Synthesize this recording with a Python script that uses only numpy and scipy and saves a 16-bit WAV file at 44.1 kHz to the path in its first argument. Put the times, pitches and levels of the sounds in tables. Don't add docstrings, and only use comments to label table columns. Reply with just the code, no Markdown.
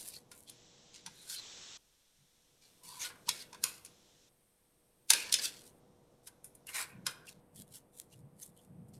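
import sys
import numpy as np
from scipy import signal
from scipy.fft import rfft, irfft, next_fast_len
from scipy.io import wavfile
from scipy.ndimage import uniform_filter1d

SR = 44100
rng = np.random.default_rng(int(sys.argv[2]) if len(sys.argv) > 2 else 0)


def store_wav(level_fs):
    pcm = np.round(np.clip(np.atleast_2d(level_fs), -1, 1) * 32767)
    wavfile.write(sys.argv[1], SR, pcm.T.astype(np.int16))


N = 396459

# t/s, hiss level/dB, fizz level/dB
HISS_STEPS = [(0, -78.5, -86), (.51, -65, -87.5), (1.38, -52.5, -79.5), (1.773, -74.5, -77),
              (2.622, -73.5, -72), (3.87, -69.5, -77), (4.29, -87, -76), (5.8, -82, -82),
              (7.402, -102, -80.5)]
# f/Hz, level/dB
HISS_COLOUR = [(100, -6), (1200, -7), (2600, -3.5), (3400, 3), (4000, 2.5), (4700, -2), (5600, 3),
               (7800, -2.5), (8600, -15.5), (9500, -47)]
# f/Hz, level/dB
FIZZ_COLOUR = [(2000, -9), (7500, -15), (8300, -1), (9300, -5), (10200, -6.5), (13000, -7.5), (16000, -26)]
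# t/s, level/dB
AIR_LEVEL = [(0.0, -65.5), (0.42, -69.5), (1.6, -71.5), (1.8, -82), (2.07, -87), (2.85, -73.5), (3.1, -67),
             (3.65, -66), (4.51, -80.5), (5.13, -75), (5.26, -63.5), (6.21, -70), (7.11, -66),
             (7.76, -69.5), (8.64, -68.5), (8.99, -67.5)]
# f/Hz, level/dB
AIR_COLOUR = [(30, -11), (65, -6), (135, 2), (260, -2.5), (400, -3), (490, -6.5), (600, -5.5), (750, -8.5),
              (950, -12), (1500, -22.5), (3000, -31.5), (6000, -57.5)]
# f/Hz, level/dB
RUMBLE_COLOUR = [(15, -2.0), (45, -3.0), (120, -20.5), (600, -36.5), (3000, -63.5)]
# f/Hz, t60/s
ROOM_DECAY = [(200, .6), (1000, 0.65), (4000, 0.37), (9000, 0.31), (15000, 0.68)]
# f/Hz, gain/dB
WALL_COLOUR = [(500, 12), (2500, 5), (5000, -1.5), (9000, -2.5), (15000, -6.0)]
# centre t/s, level/dB
BUMPS = [(1.08, -63), (2.22, -72), (2.88, -68), (3.3, -63), (3.66, -63), (6.975, -53), (7.055, -55),
         (7.38, -62), (7.6, -53), (7.72, -63), (8.17, -60), (8.245, -54), (8.35, -62), (8.5, -61),
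         (8.725, -54), (8.81, -51), (8.9, -58), (8.98, -53)]
# f/Hz, level/dB
BUMP_COLOUR = [(50, -30), (90, -8), (125, -1), (150, 0), (195, -1), (260, -15), (450, -27), (800, -46),
               (1500, -70)]
# f/Hz, level/dB
FLAP_COLOUR = [(120, -23.5), (230, -9), (350, 0.5), (490, 0.5), (680, -6), (1000, -23.5), (2500, -60)]
# centre t/s, resonance f/Hz, level/dB, half length/s
CHAFES = [(.155, 4380, -54, 0.02), (0.493, 3330, -64, 0.018), (1.075, 910, -60.5, 0.012),
          (1.21, 3920, -64.5, .035), (1.331, 1525, -63.5, 0.041), (1.382, 4100, -48.5, 0.018),
          (2.977, 996, -62.5, 0.099), (2.924, 4450, -65, .05), (3.023, 6360, -47, 0.019),
          (3.287, 1030, -43, 0.006), (3.413, 4660, -56.5, 0.012), (3.541, 970, -53.5, 0.01),
          (3.647, 1552, -54, 0.01), (5.21, 2480, -49, .04), (5.391, 4800, -43, 0.0088),
          (6.69, 2810, -55.5, 0.013), (6.776, 1490, -62, 0.012), (6.793, 2370, -52, 0.044),
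          (6.93, 2440, -68.5, 0.039), (7.242, 1550, -69.5, 0.019), (7.284, 2720, -60, 0.0076),
          (7.576, 3320, -70.5, 0.013), (7.755, 3260, -69, 0.022), (8.133, 2800, -72, .011),
          (8.431, 6430, -48, 0.0028), (8.588, 3180, -74.5, 0.017)]
# top speed t/s, rise/s, fall/s, level/dB, edge re level/dB
SLIDES = [(0.012, 0.11, 0.15, -52, 5), (.086, .04, 0.022, -54, 14), (.156, 0.12, 0.058, -55, 1.5),
          (0.378, 0.084, 0.11, -69, 12), (0.496, 0.037, 0.022, -53.5, -3),
          (0.946, 0.017, 0.088, -50.5, -18), (2.617, .005, 0.13, -59.5, -16),
          (3.277, 0.02, .012, -47.5, -18.5), (3.623, 0.015, 0.027, -55.5, 0),
          (5.076, 0.0043, .035, -70.5, 7.5), (5.55, 0.054, 0.094, -52.5, -6),
          (5.681, 0.15, 0.036, -60.5, 2), (6.25, 0.025, 0.022, -74.5, 9), (6.278, 0.018, 0.015, -51, 3),
          (7.287, .04, 0.065, -55, -1), (7.563, .025, 0.071, -64, 8.5), (7.61, 0.049, 0.034, -60, 8),
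          (7.68, 0.013, 0.025, -72, 6), (7.76, 0.051, 0.043, -53.5, 6), (7.989, 0.068, .06, -62, 10),
          (8.13, 0.041, .045, -65.5, 3), (8.19, 0.037, .04, -75.5, 6.5), (8.435, .06, 0.067, -60.5, 11.5),
          (8.574, .03, 0.047, -76, 11), (8.635, 0.1, 0.067, -75.5, 8), (8.888, 0.011, 0.027, -80, 13.5),
          (8.94, .012, 0.071, -65, 4)]
# t/s, level/dB, body re level/dB, edge re level/dB, crackle t60/s
SNAPS = [(.315, -51.5, -6.5, -0.5, 0.088), (0.497, -55, -17, 8.5, .031), (1.062, -40, -13, -9.5, 0.052),
         (3.016, -45, -16, -3.5, .045), (3.102, -63, 13.5, -0.5, .027), (3.157, -72, 10, 5, .03),
         (3.29, -23.5, -19, -6, .011), (3.529, -48.5, -8, -10.5, .03), (3.546, -51.5, -2, -9.5, 0.034),
         (3.639, -26, -15.5, 2, .0093), (3.849, -53.5, -12, 8, .025), (3.859, -52.5, -20, 0, .04),
         (5.103, -15, -17, -1.5, 0.034), (5.134, -22, -13, -3, .027), (5.325, -23.5, -27, -3.5, .013),
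         (5.34, -19, -25, -8.5, 0.021), (5.388, -38.5, -6, -9, .022), (6.271, -61, 1, 13, 0.067),
         (6.443, -63.5, -3.5, 19.5, 0.11), (6.551, -73.5, -5, 21.5, .03), (6.669, -55.5, -15, 10, .037),
         (6.691, -58, 5.5, 11, 0.067), (7.066, -28, -9, -5, 0.03), (8.429, -56, -38, 4.5, .018)]
# full level t/s, rise/s, hold/s, level/dB, body re level/dB, edge re level/dB
CUTS = [(1.202, 0.15, 0.035, -64.5, -9.5, 2.5), (1.313, 0.058, 0.034, -44.5, -16.5, 0.5),
        (2.836, 0.005, .25, -57, -14.5, 1.5), (3.02, .04, 0.036, -44, -6, -3.5),
        (3.335, .02, .085, -51.5, -11.5, -5), (3.664, .01, 0.03, -51, -13, 2),
        (3.717, .02, 0.062, -59.5, -15, -2), (5.164, .02, 0.056, -42, -16, -8),
        (5.247, 0.032, .06, -48.5, -6.5, -15), (5.366, 0.013, .12, -50.5, -17, -2.5),
        (5.446, 0.049, 0.0069, -34, -15.5, -4), (6.687, 0.016, .02, -55, -1, 4),
        (6.75, 0.02, 0.064, -41, -2.5, 0.5), (6.868, 0.016, 0.037, -73, 0, 8.5),
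        (7.09, .015, .02, -62.5, -7.5, 5)]
# f/Hz, gain/dB
PAPER_COLOUR = [(150, -32), (350, -20), (750, -16), (1000, -3), (1250, -9), (1550, -1), (2300, 0),
                (3100, -2), (4300, 3), (6500, -1), (9000, 0), (11500, -5), (14200, -13), (16000, -30)]
# f/Hz, gain/dB
CRACK_COLOUR = [(100, -36), (350, -16), (680, -19), (1000, -7), (1280, -12), (1560, -3), (1850, -7),
                (2400, -3), (3100, -8), (4600, -2), (6300, -3), (7700, -7), (10000, -4), (14000, -17),
                (16000, -38)]
# f/Hz, width/Hz, level/dB
RING = [(930, 960, -12.5), (1415, 58, -5), (2170, 14, -15), (3530, 150, -4.5), (4160, 30, -9),
        (5170, 34, 0.5), (6530, 28, -6.5), (6040, 47, -4.5), (7000, 130, -11), (9070, 110, -1),
        (10050, 200, -13)]

HUM_HZ, HUM_RE_AIR_DB = 487, -8.5
BUMP_SIGMA_S = 0.031
FLAP_BODY_SHARE = 0.3
CHAFE_EDGE = 3
SWING_DB = 21.5
CUT_RELEASE_S = 0.045
SLIDE_BODY_DB = -15
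TOP_HZ = 16000


def amp(db):
    return 10 ** (np.asarray(db) / 20)


def unit(x):
    return x / np.sqrt(np.mean(x ** 2) + 1e-20)


def along(points, hz):
    f, v = np.transpose(points)
    return np.interp(np.log(hz + 1), np.log(f + 1), v)


def filtered(x, response):
    size = next_fast_len(len(x) + 1024, real=True)
    hz = np.fft.rfftfreq(size, 1 / SR)
    return irfft(rfft(x, size) * response(hz), size)[:len(x)]


def noise(colour):
    return unit(filtered(rng.standard_normal(N), lambda hz: amp(along(colour, hz))))


def add(track, start_s, sound):
    start = round(start_s * SR)
    sound, start = sound[max(0, -start):], max(0, start)
    track[start:start + len(sound)] += sound[:max(0, N - start)]


def office(x, early_db, tail_db, early_t60_s=0.13):
    hz, t, z = signal.stft(rng.standard_normal(SR // 2), SR, nperseg=256)
    decay = amp(-60 * t / along(ROOM_DECAY, hz)[:, None])
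    tail = signal.istft(z * decay, SR, nperseg=256)[1]
    age = np.arange(len(tail)) / SR
    early = rng.standard_normal(len(tail)) * amp(-60 * age / early_t60_s)
    answer = amp(early_db) * early / np.linalg.norm(early)
    answer = answer + amp(tail_db) * tail / np.linalg.norm(tail)
    delayed = np.pad(answer, (SR // 250, 0))
    response = filtered(delayed, lambda hz: amp(along(WALL_COLOUR, hz)))
    response[0] += 1
    return signal.fftconvolve(x, response)


def background(air_gain_db=1.28, rumble_db=-82):
    t = np.arange(N) / SR
    waver = unit(filtered(rng.standard_normal(N), lambda hz: 1 / (1 + (hz / 6) ** 2)))
    hum_phase = 2 * np.pi * np.cumsum(HUM_HZ + 2 * waver) / SR
    hum = np.sqrt(2) * np.sin(hum_phase)
    air_level = amp(np.interp(t, *np.transpose(AIR_LEVEL)) + air_gain_db)
    air = air_level * (noise(AIR_COLOUR) + amp(HUM_RE_AIR_DB) * hum)
    rumble = amp(rumble_db) * noise(RUMBLE_COLOUR)

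    step_s, hiss_db, fizz_db = np.transpose(HISS_STEPS)
    step = np.maximum(np.searchsorted(step_s, t, side="right") - 1, 0)

    def held(db):
        return uniform_filter1d(amp(db)[step], size=300)

    hiss = held(hiss_db) * noise(HISS_COLOUR)
    fizz = held(fizz_db) * noise(FIZZ_COLOUR)
    return air + rumble + hiss + fizz


def bumps():
    t = np.arange(N) / SR
    push = sum(amp(db) * np.exp(-0.5 * ((t - s) / BUMP_SIGMA_S) ** 2) for s, db in BUMPS)
    thud = noise(BUMP_COLOUR)
    local_power = np.abs(uniform_filter1d(thud ** 2, size=2200))
    return push * thud / np.sqrt(local_power + 0.2)


def flaps(gain_db=-35, rise_s=0.01, t60_s=0.62):
    push = np.zeros(N)
    t = np.arange(SR // 2) / SR
    for s, level_db, body_db, _, _ in SNAPS:
        blow_db = level_db + body_db * FLAP_BODY_SHARE + gain_db
        add(push, s, amp(blow_db - 60 * t / t60_s) * (1 - np.exp(-t / rise_s)))
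    return push * noise(FLAP_COLOUR)


def fibres(size, rate_hz, spread_db, rub):
    breaks = (rng.random(size) < rate_hz / SR) * rng.choice([-1, 1], size)
    strength = amp(spread_db * np.minimum(rng.standard_normal(size), 2))
    return unit(breaks * strength) + rub * rng.standard_normal(size)


def chafes(quality=14, gain_db=3.0):
    track = np.zeros(N)
    t = np.arange(-SR // 6, SR // 6) / SR
    for s, pitch_hz, db, half_s in CHAFES:
        def resonance(hz):
            detune = hz / pitch_hz - pitch_hz / (hz + 1)
            return 1 / (1 + 1j * quality * detune / 2) ** 2

        slips = fibres(len(t), rate_hz=690, spread_db=2.1, rub=0.24)
        song = unit(filtered(slips, resonance))
        envelope = np.exp(-0.5 * np.abs(t / half_s) ** CHAFE_EDGE)
        add(track, s + t[0], amp(db + gain_db) * song * envelope)
    return track


def ringing(hz, share):
    peaks = sum(amp(db) * 1j * hz * width / (centre * centre - hz * hz + 1j * hz * width)
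                for centre, width, db in RING)
    return 1 + share * peaks


def flexing(x):
    hz, t, z = signal.stft(x, SR, nperseg=512)
    field = rng.standard_normal((len(hz), 100))
    field = uniform_filter1d(field, size=3, axis=0)
    field = unit(uniform_filter1d(field, size=8, axis=1))
    depth_db = 4.5 / (1 + (hz / 8000) ** 2)
    gain = amp(depth_db[:, None] * field[:, :len(t)])
    return signal.istft(z * gain, SR, nperseg=512)[1][:len(x)]


def registers(x):
    def below(hz, corner_hz):
        return 1 / (1 + (hz / corner_hz) ** 8)

    body = filtered(x, lambda hz: below(hz, 2500))
    edge = filtered(x, lambda hz: 1 - below(hz, 8000))
    return body, x - body - edge, edge


def stroke(rise_s, hold_s, fall_s, levels_db, curve, rate_hz, spread_db, rub, clump_db, ring):
    t = np.arange(-0.16, 0.4, 1 / SR)
    away = np.maximum(-t / rise_s, 0) + np.maximum((t - hold_s) / fall_s, 0)
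    force = amp(-SWING_DB * away ** curve)
    wander = np.interp((t - t[0]) * 200, np.arange(128), rng.standard_normal(128))
    clicks = fibres(len(t), rate_hz, spread_db, rub) * amp(clump_db * wander)
    sheet = flexing(filtered(clicks, lambda hz: amp(along(PAPER_COLOUR, hz)) * ringing(hz, ring)))
    balanced = sum(unit(part) * amp(db) for part, db in zip(registers(sheet), levels_db))
    return -t[0], force * balanced


def slides(gain_db=-3.56):
    track = np.zeros(N)
    for s, rise_s, fall_s, db, edge_db in SLIDES:
        levels_db = (db + SLIDE_BODY_DB, db, db + edge_db)
        lead_s, sound = stroke(rise_s, 0, fall_s, levels_db, curve=1.4,
                               rate_hz=1200, spread_db=-6, rub=0.52, clump_db=2.0, ring=0.3)
        add(track, s - lead_s, office(sound, early_db=-19.5, tail_db=-18.5))
    return amp(gain_db) * track


def snaps(crack_t60_s=0.015, crack_db=7, attack_s=0.0011, scrape_db=-13, scrape_s=0.0042, gain_db=-4.0):
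    track = np.zeros(N)
    t = np.arange(-SR // 50, SR // 8) / SR
    age = np.maximum(t, 0)
    blow = (t >= 0) & (t < 0.007)
    scrape = amp(scrape_db) * np.exp(-np.abs(t) / scrape_s)
    crack = amp(crack_db - 60 * age / crack_t60_s)
    fade = np.minimum((t[-1] - t) / (t[-1] * 0.5), 1)
    for s, level_db, body_db, edge_db, t60_s in SNAPS:
        levels_db = (level_db + body_db, level_db, level_db + edge_db)
        crackle = amp(-60 * age / t60_s)
        release = (crack + crackle) * (1 - np.exp(-age / attack_s))
        burst = (scrape + release) * fade * fibres(len(t), rate_hz=7000, spread_db=1.1, rub=0.77)
        sound = filtered(burst, lambda hz: amp(along(CRACK_COLOUR, hz)) * ringing(hz, 1.2))
        sound = sum(amp(db + gain_db) * part / np.std(part[blow])
                    for part, db in zip(registers(sound), levels_db))
        add(track, s + t[0], office(sound, early_db=-7.5, tail_db=-11))
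    return track


def cuts(gain_db=-2.5):
    track = np.zeros(N)
    for s, rise_s, hold_s, db, body_db, edge_db in CUTS:
        levels_db = (db + body_db, db, db + edge_db)
        lead_s, sound = stroke(rise_s, hold_s, CUT_RELEASE_S, levels_db, curve=1.1,
                               rate_hz=1800, spread_db=-0.5, rub=0.79, clump_db=2.35, ring=0.11)
        add(track, s - lead_s, office(sound, early_db=-10.5, tail_db=-15))
    return amp(gain_db) * track


def scene():
    paper = flaps() + chafes() + slides() + snaps() + cuts()
    return (background() + bumps() + paper)[None]


def record(dry):
    return filtered(dry[0], lambda hz: hz < TOP_HZ)[None]


dry = scene()
out = record(dry)
store_wav(out)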